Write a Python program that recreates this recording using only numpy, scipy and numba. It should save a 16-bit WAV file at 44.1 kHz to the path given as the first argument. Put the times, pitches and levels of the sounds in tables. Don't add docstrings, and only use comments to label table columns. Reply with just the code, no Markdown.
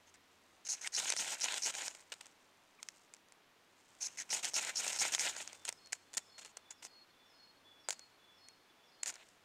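import sys
import numpy as np
from scipy import signal
from scipy.fft import rfft, irfft
from scipy.io import wavfile
from scipy.ndimage import uniform_filter1d
from numba import njit

SR = 44100
rng = np.random.default_rng(int(sys.argv[2]) if len(sys.argv) > 2 else 0)


def elevation(decibels):
    levels = np.asarray(decibels, float)
    return 10 ** (levels / 20)


def dump_mix(stems):
    frames = np.atleast_2d(stems).T
    limited = np.clip(frames, -1, 1)
    pcm = np.round(limited * 32767).astype(np.int16)
    wavfile.write(sys.argv[1], SR, pcm)


N = 416304

# [t/s, slide on bare steel/s, slide level/dB, grinding in the tinder/s, grinding level/dB]
STROKES = [
    (0.935, 0.041, -36.5, 0.063, -48),
    (1.17, 0.021, -36, 0.1305, -44),
    (1.409, 0.024, -35.5, 0.12, -44.5),
    (1.621, 0.033, -36, 0.026, -45.5),
    (4.303, 0.024, -35.5, 0.044, -46),
    (4.541, .022, -33, 0.119, -47),
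    (4.757, 0.03, -36, 0.1, -45.5),
    (4.987, 0.021, -35, 0.052, -42.5),
    (5.188, 0.016, -37.5, 0.07, -41.5),
]
# [f/Hz, level/dB]
GRIT_COLOUR = [(3500, -17.5), (5000, -5.5), (7000, -2.5), (8500, -4.5), (10500, -21), (13000, -22),
               (15500, -32), (16300, -56)]


def strokes():
    s, length, rasp_db, centre_hz, low_db, high_db = np.transpose(contacts())
    clean = np.clip((rasp_db - high_db + 2.5) / 12, .05, .97)
    hollow = np.clip((high_db - low_db - 13.5) / 6, 0, .95)
    steel, body = rod(s, length, centre_hz)
    dust, high_crunch, low_crunch = tinder(high_db)
    pressure = held(elevation(rasp_db) * np.sqrt(clean), 0.0015)
    pressure = .7 * pressure + .3 * uniform_filter1d(pressure, size=900, origin=380)
    top = pressure * steel
    top += held(elevation(rasp_db + 1.5) * np.sqrt(1 - clean), 0.0065) * dust
    middle = held(elevation(high_db) * np.sqrt(1 - hollow), 0.0063) * high_crunch
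    middle += held(elevation(high_db) * np.sqrt(hollow), 0.0017) * body
    bottom = held(elevation(low_db - 1.0), 0.0069) * low_crunch
    return top + middle + bottom


def rod(s, length, centre_hz):
    # [f/Hz, width/Hz, level/dB]
    tones = [(4100, 370, 2.5), (5520, 550, -1.5), (6140, 230, 1), (6540, 280, -1), (6760, 220, 4.5),
             (7640, 2700, -3.5), (8900, 340, 2), (10100, 620, -2)]
    chatter = grains(12000, spread_db=-3.0) * elevation(2.9 * drift(220))
    modes = np.zeros(N)
    for k, (hz, width_hz, level_db) in enumerate(tones):
        modes += (-1) ** k * elevation(level_db) * ring(chatter, hz, width_hz)
    centre = np.interp(np.arange(N) / SR, s + length / 2, centre_hz)
    steel = rms_one(resonate(modes, centre, 620.0, SR))
    ends = np.ravel([s, s + length], "F")
    sag = np.interp(np.arange(N) / SR, ends, np.tile([2300., 1700.], len(s)))
    body = rms_one(resonate(ring(chatter, 1950, 1100), sag, 260., SR))
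    return steel, body


def tinder(high_db):
    # [f/Hz, level/dB]
    low_colour = [(60, -49), (150, -15.5), (350, -7.5), (800, 5), (1100, 3.5), (1600, -10), (16000, -46)]
    high_colour = [(900, -41), (1400, 5), (2400, 4), (3300, 2), (4200, 3), (6000, -24), (16000, -50.5)]
    busy = np.clip(held(elevation(.8 * (high_db + 49.0)), 0.0047), .12, 1)
    fibres = grains(9000 * busy, spread_db=2.0) * elevation(2.0 * drift(53)) / np.sqrt(busy)
    other_fibres = grains(7000 * busy, spread_db=1.0) * elevation(1.34 * drift(110)) / np.sqrt(busy)
    patch = resonate(fibres, 2600 + 450 * drift(8.5), 470.0, SR)
    dust = elevation(2.54 * drift(20)) * coloured(0.21 * fibres + other_fibres, GRIT_COLOUR)
    high = coloured(rms_one(fibres) + 0.2 * rms_one(patch), high_colour)
    high = elevation(1.3 * drift(25.7)) * high
    low = coloured(fibres + 0.19 * other_fibres, low_colour)
    return rms_one(dust), rms_one(high), rms_one(low)


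def contacts():
    # [t/s, length/s, rasp level/dB, crunch level/dB]
    passes = [(0.068, .028, -67, -73.5), (0.65, 0.028, -47.5, -60), (0.687, .052, -37, -53.5),
              (0.738, 0.023, -50, -60), (0.753, 0.068, -61, -67.5), (0.811, .034, -47.5, -54.5),
              (0.921, 0.016, -46.5, -63), (1.068, .038, -37, -45.5), (1.108, 0.03, -46, -48),
              (1.13, 0.044, -55.5, -54.5), (4.006, 0.014, -45.5, -60), (4.018, .056, -39, -55.5),
              (4.07, 0.019, -56, -62), (4.093, 0.085, -65.5, -70.5), (4.292, 0.0073, -55, -53.5),
              (4.429, 0.043, -42.5, -46), (4.474, 0.023, -49, -52.5), (4.51, .022, -57, -64.5),
              (4.919, 0.055, -43, -48), (5.121, 0.036, -39, -43), (5.163, 0.032, -50, -62)]
    # [t/s, length/s, rasp level/dB, body level/dB]
    lifted = [
        (0.14, .019, -69, -65.5),
        (0.844, 0.027, -48, -46.5),
        (4.173, 0.049, -43.5, -50.5),
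    ]
    # [t/s, length/s, hiss level/dB, crunch level/dB]
    rustles = [(1.738, 0.14, -47.5, -48.5), (1.888, 0.025, -54, -56.5), (1.917, 0.067, -64, -67),
               (1.975, .055, -69, -69), (2.12, 0.0095, -53.5, -45), (2.139, 0.022, -70, -68.5),
               (2.208, 0.0063, -58, -52), (2.224, 0.057, -76, -69), (5.287, 0.023, -38.5, -41),
               (5.362, 0.065, -47, -51), (5.433, .12, -65, -60.5), (5.649, 0.027, -52, -59),
               (5.678, 0.0092, -47, -43), (5.691, 0.0083, -53, -56.5), (5.924, 0.01, -37.5, -52),
               (5.941, 0.026, -70, -69), (6.13, 0.028, -59, -69), (6.17, 0.0065, -32, -38),
               (6.38, .019, -55, -57.5), (6.41, 0.021, -56, -59), (6.447, 0.019, -55, -56),
               (6.472, 0.041, -67, -69), (6.568, 0.0041, -58, -55), (6.705, .01, -46, -57),
               (6.824, 0.044, -57.5, -59.5), (7.89, 0.045, -51, -60), (9.031, 0.0036, -35.5, -58),
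               (9.038, .022, -64, -65), (9.06, 0.043, -45, -51.5), (9.119, 0.11, -72, -63.5)]
    rows = []
    for table, hz, low_db in [(passes, 6210, -9.5), (lifted, 6210, -17.0), (rustles, 7000, -6.5)]:
        for s, length, level, crunch in table:
            rows.append((s, length, level, hz, crunch + low_db, crunch))
    landing_s, landing_db = 0.024, -1.5
    lift_s, lift_db = 0.053, -12
    grind_low_db = -8.0
    for s, slide, level, grind, rub in STROKES:
        land = s + slide + landing_s
        lift = rub + lift_db
        rows += [(s, slide, level, 5550, level - 25.5, level - 16.0),
                 (s + slide, landing_s, level + landing_db, 6500, level - 14, level - 7.5),
                 (land, grind, rub, 7200, rub + grind_low_db, rub),
                 (land + grind, lift_s, lift, 6600, lift + grind_low_db, lift)]
    return sorted(rows)


def held(values, ease_s):
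    out = np.zeros(N)
    for (s, length, *_), value in zip(contacts(), values):
        out[round(s * SR):round((s + length) * SR)] = value
    r = np.exp(-1 / (ease_s * SR))
    fading = signal.lfilter([1 - r], [1, -r], out)
    return np.maximum(uniform_filter1d(out, size=100), fading)


def snaps():
    # [t/s, peak level/dB, low part against it/dB]
    snags = [(0.668, -34, -20), (0.6733, -32, -27), (0.8742, -15.5, -44), (1.0, -20, -25),
             (1.1023, -11.5, -18), (1.123, -14, -21), (1.1369, -24, -5), (1.1652, -19, -16),
             (1.4424, -15, -14), (1.5227, -20, -17), (1.542, -17, -19), (1.58, -19.5, -35),
             (1.6618, -22, -15), (1.7514, -22.5, -24), (1.8205, -24, -10), (1.881, -19, -19),
             (4.4461, -17.5, -14), (4.4527, -18.5, -13), (4.671, -28.5, -35), (4.8661, -19.5, -11),
             (4.8798, -18.5, -33), (4.9305, -20, -17), (4.9623, -24, -10), (5.052, -21, -4),
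             (5.139, -20, -34), (5.1487, -10, -31), (5.1949, -15, -17), (5.2655, -21, -3.5),
             (5.3657, -24.5, -7.5), (5.4762, -26.5, -16)]
    # [t/s, peak level/dB, low part against it/dB]
    pops = [(1.9498, -31.5, -12), (2.121, -31, -8), (2.1393, -33, -24), (2.211, -29.5, -36),
            (2.8293, -25, -37), (2.8873, -26.5, -28), (3.138, -32.5, -14), (5.1814, -30.5, 8),
            (5.5307, -32.5, -3), (5.6524, -23.5, -37), (5.6853, -28, -34), (5.6904, -14.5, -13.5),
            (5.7263, -29, -10), (5.9231, -28, -18), (5.9304, -16, -35), (6.1397, -28.5, -9.5),
            (6.1485, -30, -11), (6.171, -42, -21), (6.1793, -16.5, -17), (6.5707, -28.5, -8),
            (6.7092, -35, -12), (7.887, -17.5, -4), (7.8947, -24, -13), (7.9064, -14, -17),
            (7.9275, -26, -12), (8.486, -36.5, -20), (9.0331, -20, -18), (9.0598, -24, -15.5),
            (9.0794, -23.5, -32), (9.1007, -29, -32)]
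    # [t/s, peak level/dB]
    crackles = [(0.142, -48), (0.654, -43), (1.4027, -29), (2.258, -38), (2.267, -39), (3.147, -43),
                (3.1665, -47), (3.2858, -49), (3.3223, -40), (3.951, -49), (4.43, -35), (4.536, -26.5),
                (4.6492, -23.5), (5.86, -43), (5.872, -41), (6.133, -37), (6.381, -45), (6.391, -38.5),
                (6.4488, -33), (6.4604, -35), (6.574, -36), (6.8504, -29), (6.8653, -45), (7.994, -35),
                (9.0933, -43), (9.107, -42), (9.125, -41), (9.1407, -38), (9.1562, -37), (9.288, -44)]
    # [f/Hz, level/dB]
    crack_colour = [(100, -53.5), (500, -16.5), (2000, 1.5), (3500, -3), (6500, 2), (9000, -1.5),
                    (12000, -20.5), (16000, -24)]
    rows = list(snags) + list(pops) + [(s, level, -9.5) for s, level in crackles]
    cracks, pushes = np.zeros((2, N + 2000))
    age = np.arange(1000) / SR
    for k, (s, peak_db, low_db) in enumerate(rows):
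        spray = rng.standard_normal(1000)
        burst = 0.29 * spray * elevation(-60 * age / 0.011)
        burst[0] = np.sign(spray[0]) * 1.49
        if k < len(snags):
            burst = signal.lfilter(*signal.butter(2, 9000, fs=SR), burst)
        pitch_hz = 4500 + 4500 * rng.random()
        at = round(s * SR)
        cracks[at:at + 1000] += elevation(peak_db) * (burst + 0.56 * ring(burst, pitch_hz, 1200))
        pushes[at:at + 1000] += elevation(peak_db + low_db) * burst * elevation(-60 * age / 0.0046)
    band = signal.butter(3, [440, 2400], "band", fs=SR, output="sos")
    thud = signal.sosfilt(band, pushes)
    return (elevation(3.0) * coloured(cracks, crack_colour) + elevation(13.5) * thud)[:N]


def thumps():
    hz, width_hz = 72, 23
    knocks = np.zeros(N)
    for s, slide, level, *_ in STROKES:
        knocks[round((s + slide) * SR)] = elevation(level + 15.5)
    return ring(ring(knocks, hz, width_hz), hz, width_hz)


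def settling():
    # [t/s, level/dB]
    litter_level = [(0, -85), (.5, -78.5), (2.0, -74), (2.6, -81.5), (3.0, -70), (3.4, -97), (3.95, -72),
                    (5.6, -65.5), (5.9, -81), (7, -96), (9.0, -94), (9.25, -73.5), (9.44, -88)]
    ticks = grains(1100 * elevation(5.0 * drift(8)), spread_db=2.5)
    return elevation(in_time(litter_level)) * rms_one(coloured(ticks, GRIT_COLOUR))


def off_ground(x):
    x = signal.sosfilt(signal.butter(3, 120, "high", fs=SR, output="sos"), x)
    return x - .85 * ring(x, 1170, 200)


def boot():
    # [t/s, length/s, start f/Hz, end f/Hz, level/dB]
    squeaks = [
        (2.787, .024, 1300, 950, -64),
        (9.062, .035, 1350, 1080, -60),
    ]
    return glides(squeaks, octave_db=4.0, wobble_hz=15)


def bird():
    x = elevation(6.0) * glides(song(), octave_db=-53, wobble_hz=12.0)
    return (elevation(-2) * x + among_trees(x)) * elevation(2.0 * drift(45))


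def song():
    # [t/s, low note f/Hz, high note f/Hz, last note after/s, level/dB]
    phrases = [
        (5.52, 3550, 5200, .26, -72),
        (6.05, 3486, 5250, .24, -70.5),
        (6.58, 3487, 4960, 0.29, -71.5),
        (7.1, 3500, 5150, 0.23, -70.5),
        (7.64, 3440, 4900, .26, -71),
        (8.18, 3457, 5200, 0.2, -74),
        (8.68, 3470, 4960, 0.23, -74.5),
    ]
    notes = []
    for k, (s, low, high, last, level) in enumerate(phrases):
        first_db = level - 5 * (k == 0)
        # (start s, length s, start Hz, end Hz, dB)
        notes += [(s, .2, low, low * .992, first_db),
                  (s + .155, .08, 5560, 5560 * .965, level - 8.0),
                  (s + .195, .12, high, high * .98, level - 3.0),
                  (s + last, .16, 4350, 4350 * .988, level)]
    return notes


def glides(notes, octave_db, wobble_hz):
    out = np.zeros(N)
    wobble = wobble_hz * drift(58)
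    for s, length, start_hz, end_hz, level_db in notes:
        u = np.linspace(0, 1, round(length * SR))
        at = round(s * SR)
        hz = end_hz + (start_hz - end_hz) * (1 - u) ** 1.3 + wobble[at:at + len(u)]
        phase = 2 * np.pi * np.cumsum(hz) / SR
        shape = np.minimum(u / 0.082, 1) * (1 - u) ** 0.41
        tone = np.sin(phase) + elevation(octave_db) * np.sin(2 * phase)
        out[at:at + len(u)] += elevation(level_db) * shape * tone
    return out


def among_trees(x):
    age = np.arange(SR // 2) / SR
    tail = rng.standard_normal(len(age)) * elevation(-60 * age / .75)
    return signal.fftconvolve(x, tail / np.sqrt(np.sum(tail ** 2)))[:N]


def woodland():
    # [f/Hz, level/dB]
    air_colour = [(20, -7), (45, -18), (70, -14), (150, -5.5), (290, -1), (500, -2.5), (1000, -2),
                  (3400, -7.5), (6500, -15), (8000, -19), (16000, -25)]
    # [t/s, level/dB]
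    air_level = [(0.0, -68.5), (1.02, -67.5), (3.76, -69), (5.1, -62), (5.89, -68.5), (9.44, -68)]
    hush = coloured(rng.standard_normal(N + SR), air_colour)[SR:]
    return rms_one(hush) * elevation(in_time(air_level))


def far_engine():
    # [t/s, level/dB]
    hum_level = [(0.0, -76), (1.79, -96), (2.0, -82), (3.34, -94), (3.81, -82), (4.78, -94), (5.05, -74.5),
                 (6.52, -82.5), (8.62, -81.5), (8.88, -95), (9.44, -80)]
    # [t/s, f/Hz]
    hum_pitch = [(0, 86), (3.5, 87), (5.0, 91), (6.5, 94), (9.44, 95)]
    phase = 2 * np.pi * np.cumsum(in_time(hum_pitch) + .6 * drift(1)) / SR
    hum = np.sin(phase) * elevation(1.5 * drift(3))
    return rms_one(hum) * elevation(in_time(hum_level) - 7.0)


def rms_one(x):
    return x / np.sqrt(np.mean(x ** 2) + 1e-20)


def in_time(rows):
    return np.interp(np.arange(N) / SR, *np.transpose(rows))


def coloured(x, spectrum):
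    hz, level_db = np.transpose(spectrum)
    grid = np.arange(1, 4098) * SR / 8194
    cepstrum = irfft(np.log(elevation(np.interp(np.log(grid), np.log(hz), level_db))))
    cepstrum[1:4096] *= 2
    cepstrum[4097:] = 0
    return signal.fftconvolve(x, irfft(np.exp(rfft(cepstrum))))[:len(x)]


def drift(rate):
    r = np.exp(-2 * np.pi * rate / SR)
    noise = rng.standard_normal(N + SR)
    return rms_one(signal.lfilter([1], [1, -2 * r, r * r], noise)[SR:])


def grains(per_s, spread_db):
    sizes = elevation(spread_db * np.minimum(rng.exponential(1, N), 5)) * rng.standard_normal(N)
    return sizes * (rng.random(N) < per_s / SR)


def ring(x, hz, width_hz):
    return signal.lfilter(*signal.iirpeak(hz, hz / width_hz, fs=SR), x)


@njit
def resonate(x, hz, width_hz, sr):
    out = np.zeros(len(x))
    r = np.exp(-np.pi * width_hz / sr)
    for i in range(2, len(x)):
        turn = 2 * r * np.cos(2 * np.pi * hz[i] / sr)
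        out[i] = x[i] - x[i - 2] + turn * out[i - 1] - r * r * out[i - 2]
    return out


def scene():
    near = off_ground(strokes() + snaps() + settling())
    echo = among_trees(elevation(-27.0) * near)
    mix = near + echo + thumps() + boot() + bird() + woodland() + far_engine()
    return mix[None]


def roll_off(x):
    return signal.sosfilt(signal.butter(12, 16600, fs=SR, output="sos"), x)


def record(dry):
    top = signal.cheby2(10, 50, 16700, fs=SR, output="sos")
    return roll_off(signal.sosfilt(top, dry))


dry = scene()
out = record(dry)
dump_mix(out)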